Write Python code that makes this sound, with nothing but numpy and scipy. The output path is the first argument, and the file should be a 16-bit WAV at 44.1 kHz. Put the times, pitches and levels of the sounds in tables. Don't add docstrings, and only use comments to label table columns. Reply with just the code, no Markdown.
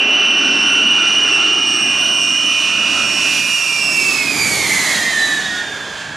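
import sys
import numpy as np
from scipy import signal
from scipy.fft import rfft, irfft, next_fast_len
from scipy.io import wavfile
from scipy.ndimage import uniform_filter1d

SR = 44100
rng = np.random.default_rng(int(sys.argv[2]) if len(sys.argv) > 2 else 0)


def generate_wav(sig):
    pcm = np.round(np.clip(np.atleast_2d(sig).T, -1, 1) * 32767).astype(np.int16)
    wavfile.write(sys.argv[1], SR, pcm)


N = 271656
STEP = 64
EARS = np.array([[1], [-1]])


def undb(db):
    return 10 ** (np.asarray(db) / 20)


def unit(x):
    return x / np.sqrt(np.mean(np.abs(x) ** 2))


def control_s():
    return np.arange(N // STEP + 2) * STEP / SR


def curves(table):
    s, *columns = np.transpose(table)
    return np.array([np.interp(control_s(), s, c) for c in columns])


def at(points, hz):
    table_hz, values = np.array(points).T
    return np.interp(np.log(hz), np.log(table_hz), values)


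def walk(rate_per_s):
    hold, count = int(SR / STEP / rate_per_s), N // STEP + 2
    held = np.repeat(rng.standard_normal(count // hold + 1), hold)
    slewed = uniform_filter1d(uniform_filter1d(held, hold), hold)
    return unit(slewed[:count])


def smooth(slow):
    return np.interp(np.arange(N) / STEP, np.arange(len(slow)), slow)


def hump(hz, width_hz, db, flutter_db=4.0):
    lowpass = signal.butter(2, width_hz / 2, fs=SR, output="sos")
    slow = signal.sosfilt(lowpass, rng.standard_normal((2, N)))
    phase = 2 * np.pi * np.cumsum(smooth(hz)) / SR
    band = unit(slow[0] * np.cos(phase) + slow[1] * np.sin(phase))
    return band * smooth(undb(db + flutter_db * walk(11)))


def lean(pan_db):
    return np.array([smooth(undb(pan_db / 2)), smooth(undb(-pan_db / 2))])


def fan_pitch():
    # blade-passing pitch at rest [f/Hz], closest [t/s], closest distance [m], speed creep [1/s]
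    fan_table = [(1810.3, 4.591, 50.2, 0.0072), (2031.3, 4.721, 89.3, 0.0043),
                 (2088.9, 4.551, 56.7, 0.0023), (2179.7, 4.814, 105.1, 0.0038),
                 (2181.3, 4.575, 53.5, 0.002), (2247.0, 4.744, 87.6, 0.0019), (2269.9, 4.674, 82.8, 0.003),
                 (1982.5, 4.59, 51.3, 0.007)]
    speed_m_s, sound_m_s = 87.33, 343
    throttle_back_s, spool_down_per_s = 4.78, .0869
    heard_s = control_s()
    sent_s = np.arange(-2, 8, .005)
    rows = []
    for rest_hz, closest_s, closest_m, creep_per_s in fan_table:
        along_m = speed_m_s * (sent_s - closest_s)
        away_m = np.hypot(along_m, closest_m)
        arrival_s = sent_s + (away_m - closest_m) / sound_m_s
        doppler = 1 / (1 + speed_m_s * along_m / away_m / sound_m_s)
        shift = np.interp(heard_s, arrival_s, doppler)
        spool_down = spool_down_per_s * np.maximum(heard_s - throttle_back_s, 0)
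        rows.append(rest_hz * shift * (1 + creep_per_s * heard_s - spool_down))
    return np.array(rows)


def faded(db, depth_db, rate_per_s):
    shaken = db + depth_db * np.array([walk(rate_per_s) for _ in db])
    return shaken + 10 * np.log10(np.sum(undb(2 * db), axis=0) / np.sum(undb(2 * shaken), axis=0))


def fans(pitch):
    # t/s, then level/dB per fan
    tone_table = [(0.0, -20, -15, -16, -22, -25, -18, -35), (0.15, -26, -17, -30, -19, -15.5, -23, -23),
                  (0.3, -24.5, -16, -27, -19, -24, -18.5, -21),
                  (0.45, -24.5, -18, -23, -19.5, -23, -22, -28.5),
                  (0.6, -29, -18, -23, -22, -23, -25, -22.5), (0.75, -26, -14, -20, -18, -26, -26, -19.5),
                  (0.9, -28, -20.5, -17.5, -15, -18, -24, -23), (1.05, -23, -19, -19, -19, -21, -25, -41),
                  (1.2, -27, -35, -17.5, -15, -22.5, -20, -24.5),
                  (1.35, -26, -15, -19, -29, -16.5, -34, -30), (1.5, -27, -24, -16.5, -20, -17.5, -37, -25),
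                  (1.65, -23, -41, -20, -22, -20, -41, -27), (1.8, -24.5, -23, -19.5, -23, -20.5, -31, -36),
                  (1.95, -23.5, -25, -17.5, -27, -21.5, -28, -28),
                  (2.1, -29.5, -29, -22, -21, -22, -20.5, -23), (2.25, -24, -32, -19, -29, -19, -26, -35),
                  (2.4, -25, -35, -23.5, -24, -23, -20.5, -24), (2.55, -21, -23, -23, -31, -23, -20, -22),
                  (2.699, -21.5, -22, -34, -23, -22, -34, -28), (2.85, -21.5, -22, -28, -25, -20, -32, -36),
                  (3.0, -22, -22.5, -27, -27, -21, -42, -35), (3.151, -24, -24, -26, -33, -26, -45, -23),
                  (3.3, -24, -20, -24, -29, -29, -30, -25), (3.45, -21, -25, -32, -32, -29, -25, -26),
                  (3.6, -25.5, -28, -19.5, -37, -24, -19.5, -40),
                  (3.75, -21.5, -30, -26, -29, -41, -33, -22), (3.9, -28, -46, -24, -34, -28, -20.5, -29),
                  (4.0, -24, -56, -28, -35, -18, -25, -19), (4.1, -30, -56, -27, -31, -19, -24.5, -26),
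                  (4.2, -23, -57, -34, -24, -28, -33, -24), (4.3, -37, -39, -32, -24, -28, -28, -33),
                  (4.399, -41, -32, -35, -32, -24.5, -33, -33), (4.5, -33, -41, -43, -32, -21, -37, -32),
                  (4.6, -33, -56, -42, -30, -25.5, -35, -42), (4.7, -36, -26, -46, -29, -22, -30, -35),
                  (4.8, -32, -24.5, -40, -51, -32, -30, -50), (4.901, -36, -32, -34, -30, -28, -30, -33),
                  (5.0, -32, -32, -26, -37, -20.5, -36, -31), (5.1, -55, -20, -29, -22, -22, -34, -25),
                  (5.2, -59, -21, -24, -35, -22, -38, -44), (5.299, -39, -22, -36, -36, -22.5, -22, -28),
                  (5.4, -40, -27, -42, -45, -27, -49, -48), (5.5, -36, -30, -38, -30, -42, -26, -36),
                  (5.601, -28, -32, -41, -42, -35, -36, -35), (5.7, -46, -32.5, -37, -46, -30, -46, -46),
                  (5.8, -39, -38, -47, -54, -35, -54, -52), (5.9, -47, -45, -39, -43, -36, -43, -41),
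                  (6.0, -50, -40, -51, -41, -37, -36, -39), (6.16, -40, -43, -57, -44, -43, -44, -34.5)]
    # t/s, then level/dB per fan
    octave_table = [(0.0, -51, -43, -65, -38, -43, -58, -53), (0.22, -50, -39, -48, -31.5, -39, -35, -39),
                    (0.45, -60, -33, -46, -37, -53, -35, -51), (0.67, -59, -30.5, -31, -35, -25, -53, -47),
                    (0.9, -55, -46, -42, -33, -37, -50, -65), (1.12, -50, -37, -31, -30, -31, -47, -48),
                    (1.35, -50, -27, -36, -44, -33, -43, -48), (1.57, -50, -48, -35, -33, -38, -54, -49),
                    (1.8, -66, -40, -24, -32, -36, -50, -59), (2.02, -54, -41, -30, -31, -34, -37, -39),
                    (2.25, -67, -42, -27.5, -40, -32, -41, -43),
                    (2.47, -49, -47, -33.5, -32, -39, -40, -35), (2.7, -48, -35, -40, -35, -34, -42, -38),
                    (2.92, -34, -50, -34, -41, -47, -34, -37), (3.15, -41, -35, -30, -35, -32, -36, -34),
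                    (3.37, -38, -39, -37, -45, -30, -35, -41), (3.6, -40, -46, -41, -55, -30.5, -36, -40),
                    (3.82, -38, -44, -31, -38, -36, -32, -30), (3.9, -44, -62, -35, -29, -34, -31, -31),
                    (4.05, -31, -52, -38, -57, -33, -33, -37), (4.2, -33, -56, -47, -45, -41, -34, -45),
                    (4.35, -49, -42, -43, -55, -31, -43, -45), (4.5, -41, -56, -45, -51, -29, -61, -61),
                    (4.65, -32, -41, -45, -55, -38, -47, -44), (4.8, -57, -36, -54, -42, -36, -40, -42),
                    (4.95, -28, -34, -46, -35, -34, -32, -35), (5.1, -34, -37, -43, -44, -36, -37, -37),
                    (5.25, -36, -40, -40, -35, -41, -28, -28), (5.4, -42, -42, -43, -36, -40, -31, -33),
                    (5.55, -53, -33, -43, -39, -41, -41, -36), (5.7, -41, -39, -45, -44, -53, -40, -44),
                    (5.85, -68, -40, -49, -40, -56, -46, -49), (6.0, -48, -42, -56, -56, -54, -55, -40),
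                    (6.16, -52, -59, -55, -46, -45, -45, -54)]
    # t/s, sums of three tones [level/dB], higher overtones re octave [level/dB],
    # blur of the tones [level/dB], haze round the tones [level/dB], haze round the octave [level/dB]
    shrill_table = [(0, -55, -25, -14, -42, -45), (.6, -46, -18.5, -14, -42, -42),
                    (1.8, -47, -10.5, -15, -42, -42), (3, -60, -10, -15.5, -42, -42),
                    (4, -54, -6, -12, -38, -38), (4.5, -60, -3, -11, -39, -36),
                    (4.9, -62, -9, -11, -37, -35), (5.12, -64, -21, -11, -37, -36),
                    (5.5, -66, -24, -9.5, -38, -38), (5.85, -66, -24, -9.5, -40, -43),
                    (6.16, -67, -24, -10, -38, -46)]
    pair_table = [(7, 7), (2, 4), (1, 6), (3, 5)]
    # t/s, then level/dB per pair
    pair_level_table = [(0, -53, -49, -45, -44), (.4, -41, -32, -35, -34.5), (.8, -45, -35.5, -37, -37),
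                        (1.6, -37.5, -37, -30, -38), (2, -41, -37, -35, -49), (2.4, -36, -35, -37, -49),
                        (2.8, -39, -52, -46, -44), (3.2, -40, -43, -42, -42), (3.6, -43, -29, -54, -49),
                        (4, -47, -58, -52, -40), (4.399, -48.5, -53, -30, -49), (5.2, -55, -59, -56, -55),
                        (6.16, -62, -64, -63, -57)]
    # multiple of the mean fan pitch [1], width [f/Hz]
    haze_table = [(1.07, 168), (2.1, 300)]
    wander_hz = 1.6
    triple_db, upper_db, blur_db, *haze_db = curves(shrill_table)
    blur = undb(blur_db)

    def scatter():
        return smooth(np.exp(2.1j * blur * walk(60)))

    turns = []
    for hz in pitch:
        cycles = np.cumsum(smooth(hz + wander_hz * walk(12))) / SR + rng.random()
        turns.append(np.exp(2j * np.pi * cycles))

    whine = side = overtones = 0
    tone_levels = faded(curves(tone_table), 1.2, 14)
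    octave_levels = faded(curves(octave_table), 2.7, 5.9)
    for k, (turn, tone_db, octave_db) in enumerate(zip(turns, tone_levels, octave_levels)):
        eddy = np.sqrt(2) * (1 + smooth(blur * (walk(70) + 1j * walk(70))))
        tone = smooth(undb(tone_db)) * turn * eddy
        whine = whine + tone
        side = side + 0.025 * (-1) ** k * tone

        loss = (pitch[k] / 2900) ** 2
        fourth, fifth = smooth(undb(-16 * loss)), smooth(undb(-12 * loss))
        series = 1 + turn * fourth * (1 + turn * fifth)
        shake = smooth(np.exp(1.1j * walk(90)))
        upper = smooth(undb(upper_db + 1.75 * walk(9))) * turn * shake * series
        octave = turn * turn * eddy * scatter()
        octave_gain = smooth(undb(octave_db + walk(10)))
        overtones = overtones + octave_gain * (octave * (1 + upper)).real

    for (a, b), pair_db in zip(pair_table, curves(pair_level_table)):
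        sum_tone = np.sqrt(2) * (turns[a] * turns[b] * scatter()).real
        overtones = overtones + smooth(undb(pair_db + 0.99 * walk(6.1))) * sum_tone

    shape = whine / np.sqrt(uniform_filter1d(np.abs(whine) ** 2, SR // 8))
    triples = smooth(undb(triple_db)) * shape ** 3
    mean_hz = pitch.mean(axis=0)
    haze = sum(hump(times * mean_hz, width_hz, db, flutter_db=3.5)
               for (times, width_hz), db in zip(haze_table, haze_db))
    return (whine + triples + side * EARS).real + overtones + haze


def hollow_band():
    # t/s, f/Hz, level/dB
    hollow_table = [(0, 1338, -37), (.5, 1464, -30), (1, 1427, -27.5), (1.25, 1400, -26.5),
                    (1.45, 1365, -25), (1.6, 1310, -30.5), (1.85, 1296, -37.5), (2, 1475, -29),
                    (2.2, 1409, -32), (2.4, 1302, -29.5), (2.55, 1272, -35), (2.8, 1346, -32),
                    (3.4, 1383, -36.5), (3.8, 1253, -38), (6.16, 975, -56)]
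    hollow_hz, hollow_db = curves(hollow_table)
    return hump(hollow_hz, 153, hollow_db, flutter_db=3.0)


def roar(fan_hz, roar_db, rumble_db, deep_db, treble_db, pan_db):
    # f/Hz, level/dB
    colour_table = [(25, -17), (60, -9.5), (130, -7), (280, 3.5), (410, 3), (520, -4), (700, 0), (1100, 0),
                    (2000, 0), (3300, -1.5), (4200, -2.5), (5000, -5.5), (7000, -5.5), (10000, -21),
                    (12300, -27), (14000, -57)]
    # f/Hz, share [1]
    spread_table = [(30, .06), (70, 0.2), (130, 0.34), (280, 0.087), (600, 0.15), (1300, 0.13),
                    (3000, 0.15), (6000, 0.17), (9000, 0.47), (13000, 0.25)]
    # f/Hz, share [1]
    lean_table = [(30, .25), (70, 1), (250, 0.67), (1200, 1), (4000, 0.77), (8000, 0.2), (13000, 0.56)]
    # multiple of mean fan pitch [1], width [f/Hz], re roar [level/dB]
    hump_table = [(1.02, 267, -0.5), (3.102, 2260, -37)]
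    # t/s, level/dB
    middle_table = [(0, -1.5), (1.5, -2.5), (2.1, 0.5), (2.7, -2.5), (3.1, -2.5), (3.5, -3), (3.9, 1.5),
                    (5, 1.5), (6.16, 5)]
    # t/s, level/dB
    sub_table = [(0, -1), (1, -6), (2, 2), (3.1, 10), (3.7, 1.5), (4.3, -6), (5, 0.5), (6.16, 6)]
    size = next_fast_len(N)
    hz = np.maximum(np.arange(size // 2 + 1) * SR / size, 1)
    noise = rfft(rng.standard_normal((2, size))) * undb(at(colour_table, hz) + 12.5)
    noise = noise[0] + at(spread_table, hz) * noise[1] * EARS
    swell, gust = walk(2.74), walk(14)
    (middle_db,), (sub_db,) = curves(middle_table), curves(sub_table)
    out = 0
    for centre_hz in 22 * 2 ** np.arange(0, 9.6, .5):
        window = np.cos(np.pi / 2 * np.clip(2 * np.log2(hz / centre_hz), -1, 1))
        band = irfft(noise * window, size)[:, :N]
        db = roar_db + rumble_db / (1 + (centre_hz / 336) ** 6)
        db = db + deep_db / (1 + (centre_hz / 200) ** 5) / (1 + (55 / centre_hz) ** 3)
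        db = db + treble_db * (min(centre_hz, 11000) / 10000) ** 1.96
        db = db + sub_db / (1 + (centre_hz / 70) ** 4)
        db = db + middle_db * np.exp(-(np.log2(centre_hz / 660) / 0.38) ** 2)
        db = db + 0.42 * swell + 1.07 * walk(7) + 1.14 * gust * min(centre_hz / 7000, 1)
        db = db + 1.83 * walk(11) / (1 + (centre_hz / 900) ** 2)
        half_pan_db = at(lean_table, centre_hz) * pan_db / 2
        out = out + band * np.array([smooth(undb(db + ear * half_pan_db)) for ear in (1, -1)])
    for times, width_hz, hump_db in hump_table:
        centre_hz = times * fan_hz
        db = roar_db + hump_db + treble_db * (centre_hz / 10000) ** 1.5
        out = out + lean(pan_db) * hump(centre_hz, width_hz, db)
    return out


def ground(x):
    # t/s, extra path [ms], level/dB
    ground_table = [(0, 2.17, -9.5), (1, 2.3, -14.5), (1.7, 1.92, -9), (2, 2.22, -5), (2.35, 2.2, -3.5),
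                    (2.7, 2.35, -6), (3, 2.25, -6.5), (3.7, 2.3, -10.5), (4.1, 2.38, -13), (4.55, 2.8, -17),
                    (5.25, 2.04, -12), (5.6, 2.28, -24), (6.16, 2.44, -9)]
    delay_ms, echo_db = curves(ground_table)
    dull = signal.sosfilt(signal.butter(1, 1800, fs=SR, output="sos"), x)
    place = np.arange(N) - smooth(delay_ms) * SR / 1000
    echo = np.array([np.interp(place, np.arange(N), c) for c in dull])
    return x - smooth(undb(echo_db)) * echo


def scene():
    # t/s, roar [level/dB], rumble re roar [level/dB], deepest rumble re roar [level/dB],
    # treble change at 10 kHz [level/dB], left minus right [level/dB]
    roar_table = [(0, -28, 8.5, -21, -42.5, -2.5), (.6, -28.5, 9, -16, -25, -2.5),
                  (1.2, -30.5, 6, -10, -19.5, -3), (1.8, -32.5, 6.5, -10, -11.5, -3.5),
                  (2.4, -34, 2.5, -5, 0, -4.5), (3, -31, -5, 7.5, 1.5, -5.5),
                  (3.3, -32.5, -2.5, 7.5, 9, -6), (3.6, -36.5, -5, 10, 14, -6),
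                  (4, -34, 3.5, 1, 14.5, -7.5), (4.2, -32.5, 4.5, 1, 12, -7.5),
                  (4.45, -31.5, 4, 9.5, 14, -6.5), (4.75, -30, -5.5, 17, 15, -5),
                  (5.05, -30.5, -4.5, 9, 11.5, -4.5), (5.35, -33, -1, 7, 8, -4),
                  (5.7, -38, -5, 14.5, 3, -3.5), (6.16, -40.5, -5, 16.5, -3.5, -3.5)]
    roar_db, rumble_db, deep_db, treble_db, pan_db = curves(roar_table)
    pitch = fan_pitch()
    front = fans(pitch) + hollow_band()
    direct_roar = roar(pitch.mean(axis=0), roar_db, rumble_db, deep_db, treble_db, pan_db)
    return lean(pan_db) * front + ground(direct_roar)


def record(dry):
    held = dry / (1 + uniform_filter1d((1.3 * dry) ** 2, size=30, axis=1))
    return signal.sosfilt(signal.ellip(10, .2, 80, 13900, fs=SR, output="sos"), held)


dry = scene()
out = record(dry)
generate_wav(out)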